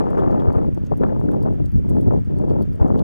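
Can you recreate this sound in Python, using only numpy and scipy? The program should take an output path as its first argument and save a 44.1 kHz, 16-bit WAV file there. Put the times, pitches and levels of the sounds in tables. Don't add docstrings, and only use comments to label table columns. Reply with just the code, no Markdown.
import sys
import numpy as np
from scipy import signal
from scipy.fft import rfft, irfft
from scipy.io import wavfile
from scipy.ndimage import uniform_filter1d

SR = 44100
rng = np.random.default_rng(int(sys.argv[2]) if len(sys.argv) > 2 else 0)


def makeup_ratio(level_db):
    decades = np.asarray(level_db, float) / 20
    return 10 ** decades


def wrap_up_sound(samples):
    columns = np.atleast_2d(samples).T
    tamed = np.clip(columns, -1, 1)
    steps = np.round(tamed * 32767).astype(np.int16)
    wavfile.write(sys.argv[1], SR, steps)


N = 133623
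T = np.arange(N) / SR

# (frequency [Hz], level [dB per Hz])
STREET_HISS = [(400, -2.5), (1400, 0.5), (3000, -9.5), (3750, -13), (4050, -17), (7700, -21.5), (8100, -25),
               (13500, -27.5)]
# (time [s], speed as level [dB], push [dB])
WIND_COURSE = [(0, -39.5, -4), (.25, -38.5, 0.5), (0.647, -43.5, -4.5), (0.708, -59, 3.5),
               (0.838, -57.5, -0.5), (.99, -55, 1.5), (1.02, -43, 1), (1.199, -49.5, -0.5), (1.52, -52, 3),
               (1.69, -69, 3.5), (1.828, -60.5, 1.5), (1.878, -54.5, 1.5), (2.174, -52.5, 4),
               (2.243, -66.5, 2), (2.417, -48, 2), (2.61, -46.5, 1), (2.647, -61.5, 6), (2.77, -59, -2.5)]
# (time [s], peak [dB], length [s], extra push [dB])
WIND_PUFFS = [(.008, -18, 0.0094, 1.5), (0.176, -28.5, 0.023, -1), (0.32, -47, 0.0037, -2.5),
              (0.473, -66, 0.022, 4.5), (0.548, -36.5, 0.054, 0.5), (0.778, -41.5, 0.0083, -1.5),
              (0.915, -41, 0.024, 3), (1.002, -46, 0.017, 3.5), (1.036, -28.5, 0.013, 0),
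              (1.101, -40.5, 0.022, -3), (1.158, -40.5, 0.016, -3), (1.285, -47.5, 0.0062, 6.5),
              (1.318, -45.5, 0.075, 0), (1.45, -40.5, 0.042, -3.5), (1.582, -56.5, 0.082, 0),
              (1.727, -63, 0.047, 6.5), (1.908, -52, 0.018, 4.5), (1.96, -47.5, 0.03, 3.5),
              (2.069, -53.5, 0.011, 5.5), (2.108, -40, 0.032, -1.5), (2.132, -46, 0.023, 2.5),
              (2.302, -45, 0.022, 0.5), (2.794, -37, 0.12, 3.5), (2.896, -45.5, 0.3, 3),
              (3.005, -39, 0.004, -0.5)]
# (frequency [Hz], level [dB per Hz])
EDDY_SPECTRUM = [(15, 4.5), (60, 0), (190, 0.5), (320, -4.5), (520, -12), (1000, -35.5), (2000, -64),
                 (5000, -78)]
# (frequency [Hz], level [dB])
ONE_PORT_SHARE = [(30, -19.5), (100, -12), (250, -12.5), (1000, -12), (3000, -14)]
# (frequency [Hz], level [dB])
LEFT_LEAN = [(60, -0.76), (250, 1.52), (1000, 2), (3000, 4)]
# (time [s], level
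# [dB], pitch [Hz], length [cycles], right share [gain])
EDDY_STRIKES = [(.0005, -13.5, 112, 1.1, 1.56), (2.96, -12, 414, 3.7, 0.35), (1.037, -6, 450, 0.97, 0.54),
                (.180, -32, 2120, 2.5, 0.42), (.487, -4.5, 90, 1.8, 0.77), (.572, -6, 90, 1.6, 0.79),
                (.776, -33.5, 890, 1.5, 0.68), (.920, -6.5, 710, 1.9, 0.46), (.938, -20, 910, 1.7, 0.46),
                (1.012, -6, 451, 2.7, 0.59), (1.039, -30, 2430, 0.98, 0.18), (1.064, -27, 1300, 2, 0.41),
                (1.095, -32, 1630, 3, 0.56), (1.289, -27.5, 1440, 3.3, 0.29), (1.912, -19, 65, 1.4, 1.2),
                (2.110, -15.5, 850, 1.8, 0.41), (2.138, -14, 720, 1.9, 0.35), (2.82, -1.5, 78, 1, 0.75),
                (2.848, -3, 214, 1.17, 0.4), (2.92, -8.5, 71.5, 1.4, 0.85)]
# (time [s], peak [dB], pitch [Hz])
EDDY_FLICKS = [(0.066, -23.5, 840), (0.129, -28, 767), (0.172, -28.5, 830), (0.273, -26, 810),
               (0.332, -35.5, 816), (0.344, -25, 821), (0.417, -27, 767), (0.502, -27.5, 899),
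               (0.54, -31.5, 826), (1.026, -28.5, 980), (1.069, -38, 791), (1.16, -31, 764),
               (1.211, -31, 850), (1.243, -41, 767), (1.313, -38, 988), (1.33, -34, 751),
               (1.345, -29.5, 765), (1.369, -44, 751), (1.432, -44, 826), (1.473, -26.5, 760),
               (1.846, -41, 820), (1.96, -53, 751), (1.981, -40, 796), (2.307, -45, 820),
               (2.396, -37.5, 790), (2.436, -36, 751), (2.535, -45, 773), (2.8, -35, 775),
               (2.882, -34, 883), (2.901, -24, 829), (2.947, -39, 1180), (2.956, -31, 848),
               (3.014, -37, 867)]
# (time [s], peak [dB], length [s], lower ring [dB])
CRANK_CLACKS = [(0.1014, -53, 0.011, -13), (0.1784, -57, 0.008, -5), (0.3085, -58.5, 0.015, -7),
                (0.3989, -64, 0.0083, -14), (0.53, -62, 0.0083, -32), (0.626, -65, 0.0098, -6),
                (0.7436, -54, 0.013, -10.5), (0.8624, -60.5, 0.011, -4), (0.971, -52, 0.014, -9),
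                (1.079, -65, 0.0092, -5), (1.1976, -50.5, 0.011, -15), (1.3103, -56.5, 0.011, -9),
                (1.428, -53.5, 0.0098, -13), (1.523, -66, 0.0096, -9), (1.656, -56, 0.011, -9),
                (1.79, -62.5, 0.0089, -13), (1.8926, -53.5, 0.012, -12.5), (2.0066, -51.5, 0.015, -14),
                (2.129, -57.5, 0.013, -7), (2.246, -63, 0.011, -10), (2.381, -56.5, 0.012, -6),
                (2.4966, -59.5, 0.0094, -1.5), (2.6184, -52.5, 0.017, -8.5), (2.731, -57.5, 0.0071, -13),
                (2.876, -62, 0.011, -6), (2.992, -54.5, 0.0073, -4.5)]
# (time [s], peak [dB], lower ring [dB])
LIGHT_CLACKS = [(0.1344, -65.5, -6), (0.1914, -62, -7), (0.342, -63, -17), (0.4154, -69, 5.5),
                (0.5258, -57, -4), (0.559, -58.5, -12), (0.776, -65, -9), (0.849, -60.5, -6),
                (1.0055, -68, -11), (1.07, -65, -5), (1.23, -59, -8), (1.2599, -68, -7),
                (1.3163, -60, -11), (1.3338, -64, -6), (1.4234, -55, -8), (1.5324, -63, -15),
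                (1.544, -70, -7), (1.654, -57, -9), (1.686, -66, -11), (1.718, -60.5, -9),
                (1.7633, -68, -6), (1.7748, -59, -13), (1.9568, -61.5, -8), (2.0305, -57, -12),
                (2.167, -66.5, 1), (2.198, -63, -14), (2.2574, -61.5, -7), (2.364, -62, -6),
                (2.4412, -71, 3), (2.4866, -61, -9), (2.5141, -60, -9), (2.612, -61, -14),
                (2.6544, -73, -5), (2.7234, -61, -13), (2.7544, -59.5, -10), (2.8608, -63, -8),
                (2.975, -59, -4)]
# (frequency [Hz], level [dB], t60 [s])
WOOD_AND_WIRE = [(4390, 2, 0.0067), (4760, -4, 0.012), (7100, -33, 0.0021), (7560, -8, 0.005),
                 (8880, -4.5, 0.0084), (10000, -7, 0.0028), (11100, -6.5, 0.009), (12470, -2, 0.0033),
                 (13700, -7, .005)]
# (time [s], level [dB], pitch [Hz], length [s])
AXLE_SQUEAKS = [
    (0.186, -60, 3500, 0.025),
    (0.395, -55, 3460, 0.012),
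]
# (frequency [Hz], width [Hz], depth [0-1])
NARROW_GAPS = [(3915, 260, 0.9), (8030, 230, 0.8)]


def unit_power(x):
    return x / np.sqrt(np.mean(x ** 2) + 1e-20)


def at_hz(points, hz):
    point_hz, level_db = np.transpose(points)
    return np.interp(np.log(hz), np.log(point_hz), level_db)


def drift(hz):
    r = np.exp(-40 * np.pi * hz / SR)
    slow = signal.lfilter([1], [1, -2 * r, r * r], rng.standard_normal(N // 20 + 2002))[2000:]
    return np.interp(np.arange(N) / 20, np.arange(len(slow)), unit_power(slow))


def band(x, low_hz, high_hz, order):
    return signal.sosfilt(signal.butter(order, [low_hz, high_hz], "band", fs=SR, output="sos"), x)


def settled(sos, x):
    lead_in = 2 * x[:, :1] - x[:, 999:0:-1]
    return signal.sosfilt(sos, np.concatenate([lead_in, x], axis=1))[:, 999:]


def swell(s, length_s):
    u = np.clip((T - s) / max(length_s, 1e-3) * 3, 0, 40)
    return u * np.exp(1 - u)


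def street():
    level_db, early_db, top_hz, alike = -62.5, 3.5, 13700, 0.59
    hz = np.arange(N // 2 + 1) * SR / N + 1
    shape = makeup_ratio(at_hz(STREET_HISS, hz)) / (1 + (hz / top_hz) ** 20)
    mid, side = irfft(rfft(rng.standard_normal((2, N))) * shape, N)
    both = np.sqrt(1 + alike) * mid + np.sqrt(1 - alike) * side * [[1], [-1]]
    fade_db = early_db * np.exp(-(T / 0.56) ** 2)
    return makeup_ratio(level_db + fade_db + 0.55 * drift(24)) * unit_power(both)


def flicker(gust_db):
    lull_db, top_db = -21, 7.5
    flick_db = 5 * drift(83)
    flick_db = flick_db + 3 * (drift(149) ** 2 - 1)
    flick_db = flick_db - uniform_filter1d(flick_db, size=1000)
    flick_db = flick_db / (1 + makeup_ratio(lull_db - gust_db))
    return top_db * np.tanh(flick_db / top_db)


def wind():
    level_db, puff_db, top_speed_db = -17, -1.5, 19
    octaves_per_db, loud_follows, lump_db = 0.067, 0.079, 1.75
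    right_cut_hz, low_cut_hz, port_cut_hz = 1615, 44, 14000

    s, speed_db, push_db = np.transpose(WIND_COURSE)
    power = makeup_ratio(2 * np.interp(T, s, speed_db))
    push = np.interp(T, s, push_db)
    for t, peak_db, length_s, extra_db in WIND_PUFFS:
        power = power + makeup_ratio(2 * (peak_db + puff_db)) * swell(t - .004, length_s) ** 2
        push = push + extra_db * swell(t - .004, 1.54 * length_s)
    gust_db = 10 * np.log10(power) + 48
    push = push + loud_follows * gust_db + lump_db * drift(25)

    rush_db = -10 * np.log10(makeup_ratio(-2 * (gust_db + flicker(gust_db))) + makeup_ratio(-2 * top_speed_db))
    smooth_db = uniform_filter1d(uniform_filter1d(rush_db, size=40), size=40)
    speed = 2 ** (octaves_per_db * smooth_db)

    run_in = 8192
    white = rng.standard_normal((2, 3, N + run_in))
    edges = 14 * 2 ** np.arange(0, 8.6, .5)
    both, own = 0, 0
    for k, (low, high) in enumerate(zip(edges, edges[1:])):
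        hz = np.sqrt(low * high)
        noise = band(white[k % 2], low, high, order=3)[:, run_in:]
        lean_db = at_hz(LEFT_LEAN, hz) * np.array([[.5], [-.5]])
        gain = makeup_ratio(at_hz(EDDY_SPECTRUM, hz / speed) + push + lean_db)
        both = both + gain * noise[0]
        own = own + gain * makeup_ratio(at_hz(ONE_PORT_SHARE, hz)) * noise[1:]
    right = -settled(signal.butter(1, right_cut_hz, fs=SR, output="sos"), both)[1]
    ports = makeup_ratio(level_db) * unit_power(np.array([both[0], right]) + own)
    ports = settled(signal.butter(3, [5, port_cut_hz], "band", fs=SR, output="sos"), ports)
    return settled(signal.butter(2, low_cut_hz, "high", fs=SR, output="sos"), ports)


def strikes():
    late_s, flick_db, flick_cycles, flick_share = 0.002975, 10, 1.32, 0.42
    flicks = [(s + late_s, db + flick_db, hz, flick_cycles, flick_share) for s, db, hz in EDDY_FLICKS]
    out = np.zeros((2, N))
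    for s, db, hz, cycles, share in list(EDDY_STRIKES) + flicks:
        u = (T - s) * hz
        bell = 1 / np.cosh(np.clip(4.0 * u / cycles, -60, 60))
        out += makeup_ratio(db) * np.cos(2 * np.pi * u) * bell * np.array([[1], [-share]])
    return out


def contact(s, length_s):
    tail_db, tail_s = -14, 0.02
    u = (T - s) / max(length_s, 1e-3)
    hold = np.exp(-.7 * np.clip(u, 0, 9)) / (1 + np.exp(np.clip(7 * (u - 1), -30, 30)))
    rattle = makeup_ratio(tail_db) * np.exp(-np.abs(T - s) / tail_s)
    return np.clip(u * 5, 0, 1) * (hold + rattle)


def ring(shapes, colour, low_db):
    ring_db, slips_per_s = -15.5, 2200
    out = np.zeros(N)
    for k, (hz, db, t60) in enumerate(WOOD_AND_WIRE):
        slips = (rng.random(N) < slips_per_s / SR) * rng.standard_normal(N)
        force = makeup_ratio(db + ring_db + colour[:, k] + low_db * (k < 4)) @ shapes * slips
        r, w = makeup_ratio(-60 / (t60 * SR)), 2 * np.pi * hz / SR
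        out += signal.lfilter([0, np.sin(w)], [1, -2 * r * np.cos(w), r * r], force + 1e-18)
    return out


def crack(shapes, colour, low_db):
    crack_db, side_db, grain_db, grain_hz = -4.5, -5.5, 5, 300
    out = np.zeros((2, N))
    for k, (low_hz, high_hz) in enumerate([(2500, 4070), (5600, 7200), (8000, 9900), (11000, 13000)]):
        mid, side = band(rng.standard_normal((2, N)), low_hz, high_hz, order=2)
        burst = makeup_ratio(crack_db + colour[:, -1 - k] + low_db * (k < 2)) @ shapes
        burst = burst * makeup_ratio(grain_db * drift(grain_hz))
        out += burst * (mid + makeup_ratio(side_db) * side * [[1], [-1]])
    return out


def squeaks():
    out = np.zeros(N)
    for s, db, hz, length_s in AXLE_SQUEAKS:
        noise = band(rng.standard_normal(N), hz * 0.91, hz * 0.996, order=1)
        out += makeup_ratio(db) * swell(s, length_s) * unit_power(noise)
    return out


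def whirligig():
    touch_s, clack_db, low_wood_db = 0.0077, -3, 9
    wall_s, wall_db = .006, -11
    hits = list(CRANK_CLACKS) + [(s, db, touch_s, low) for s, db, low in LIGHT_CLACKS]
    shapes = np.array([makeup_ratio(db + clack_db) * contact(s - .001, d) for s, db, d, _ in hits])
    low_db = np.array(hits)[:, 3] + low_wood_db
    colour = rng.normal(0, 4, (len(hits), len(WOOD_AND_WIRE) + 4))
    toy = ring(shapes, colour, low_db) + crack(shapes, colour, low_db) + squeaks()
    lags = (wall_s * SR * np.array([1.0, 1.13])).astype(int)
    return np.array([side + makeup_ratio(wall_db) * np.roll(side, lag) for side, lag in zip(toy, lags)])


def scene():
    return street() + wind() + strikes() + whirligig()


def low_pass(x):
    return signal.sosfilt(signal.butter(12, 15000, fs=SR, output="sos"), x)


def record(dry):
    fade_s = .004
    x = 1.516 * np.tanh(dry / 1.4)
    for hz, width_hz, depth in NARROW_GAPS:
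        peak = signal.tf2sos(*signal.iirpeak(hz, hz / width_hz, fs=SR))
        x = x - depth * settled(peak, x)
    x = settled(signal.butter(12, 14600, fs=SR, output="sos"), x)
    x = x * np.clip((T[-1] - T) / fade_s, 0, 1)
    return low_pass(x)


dry = scene()
out = record(dry)
wrap_up_sound(out)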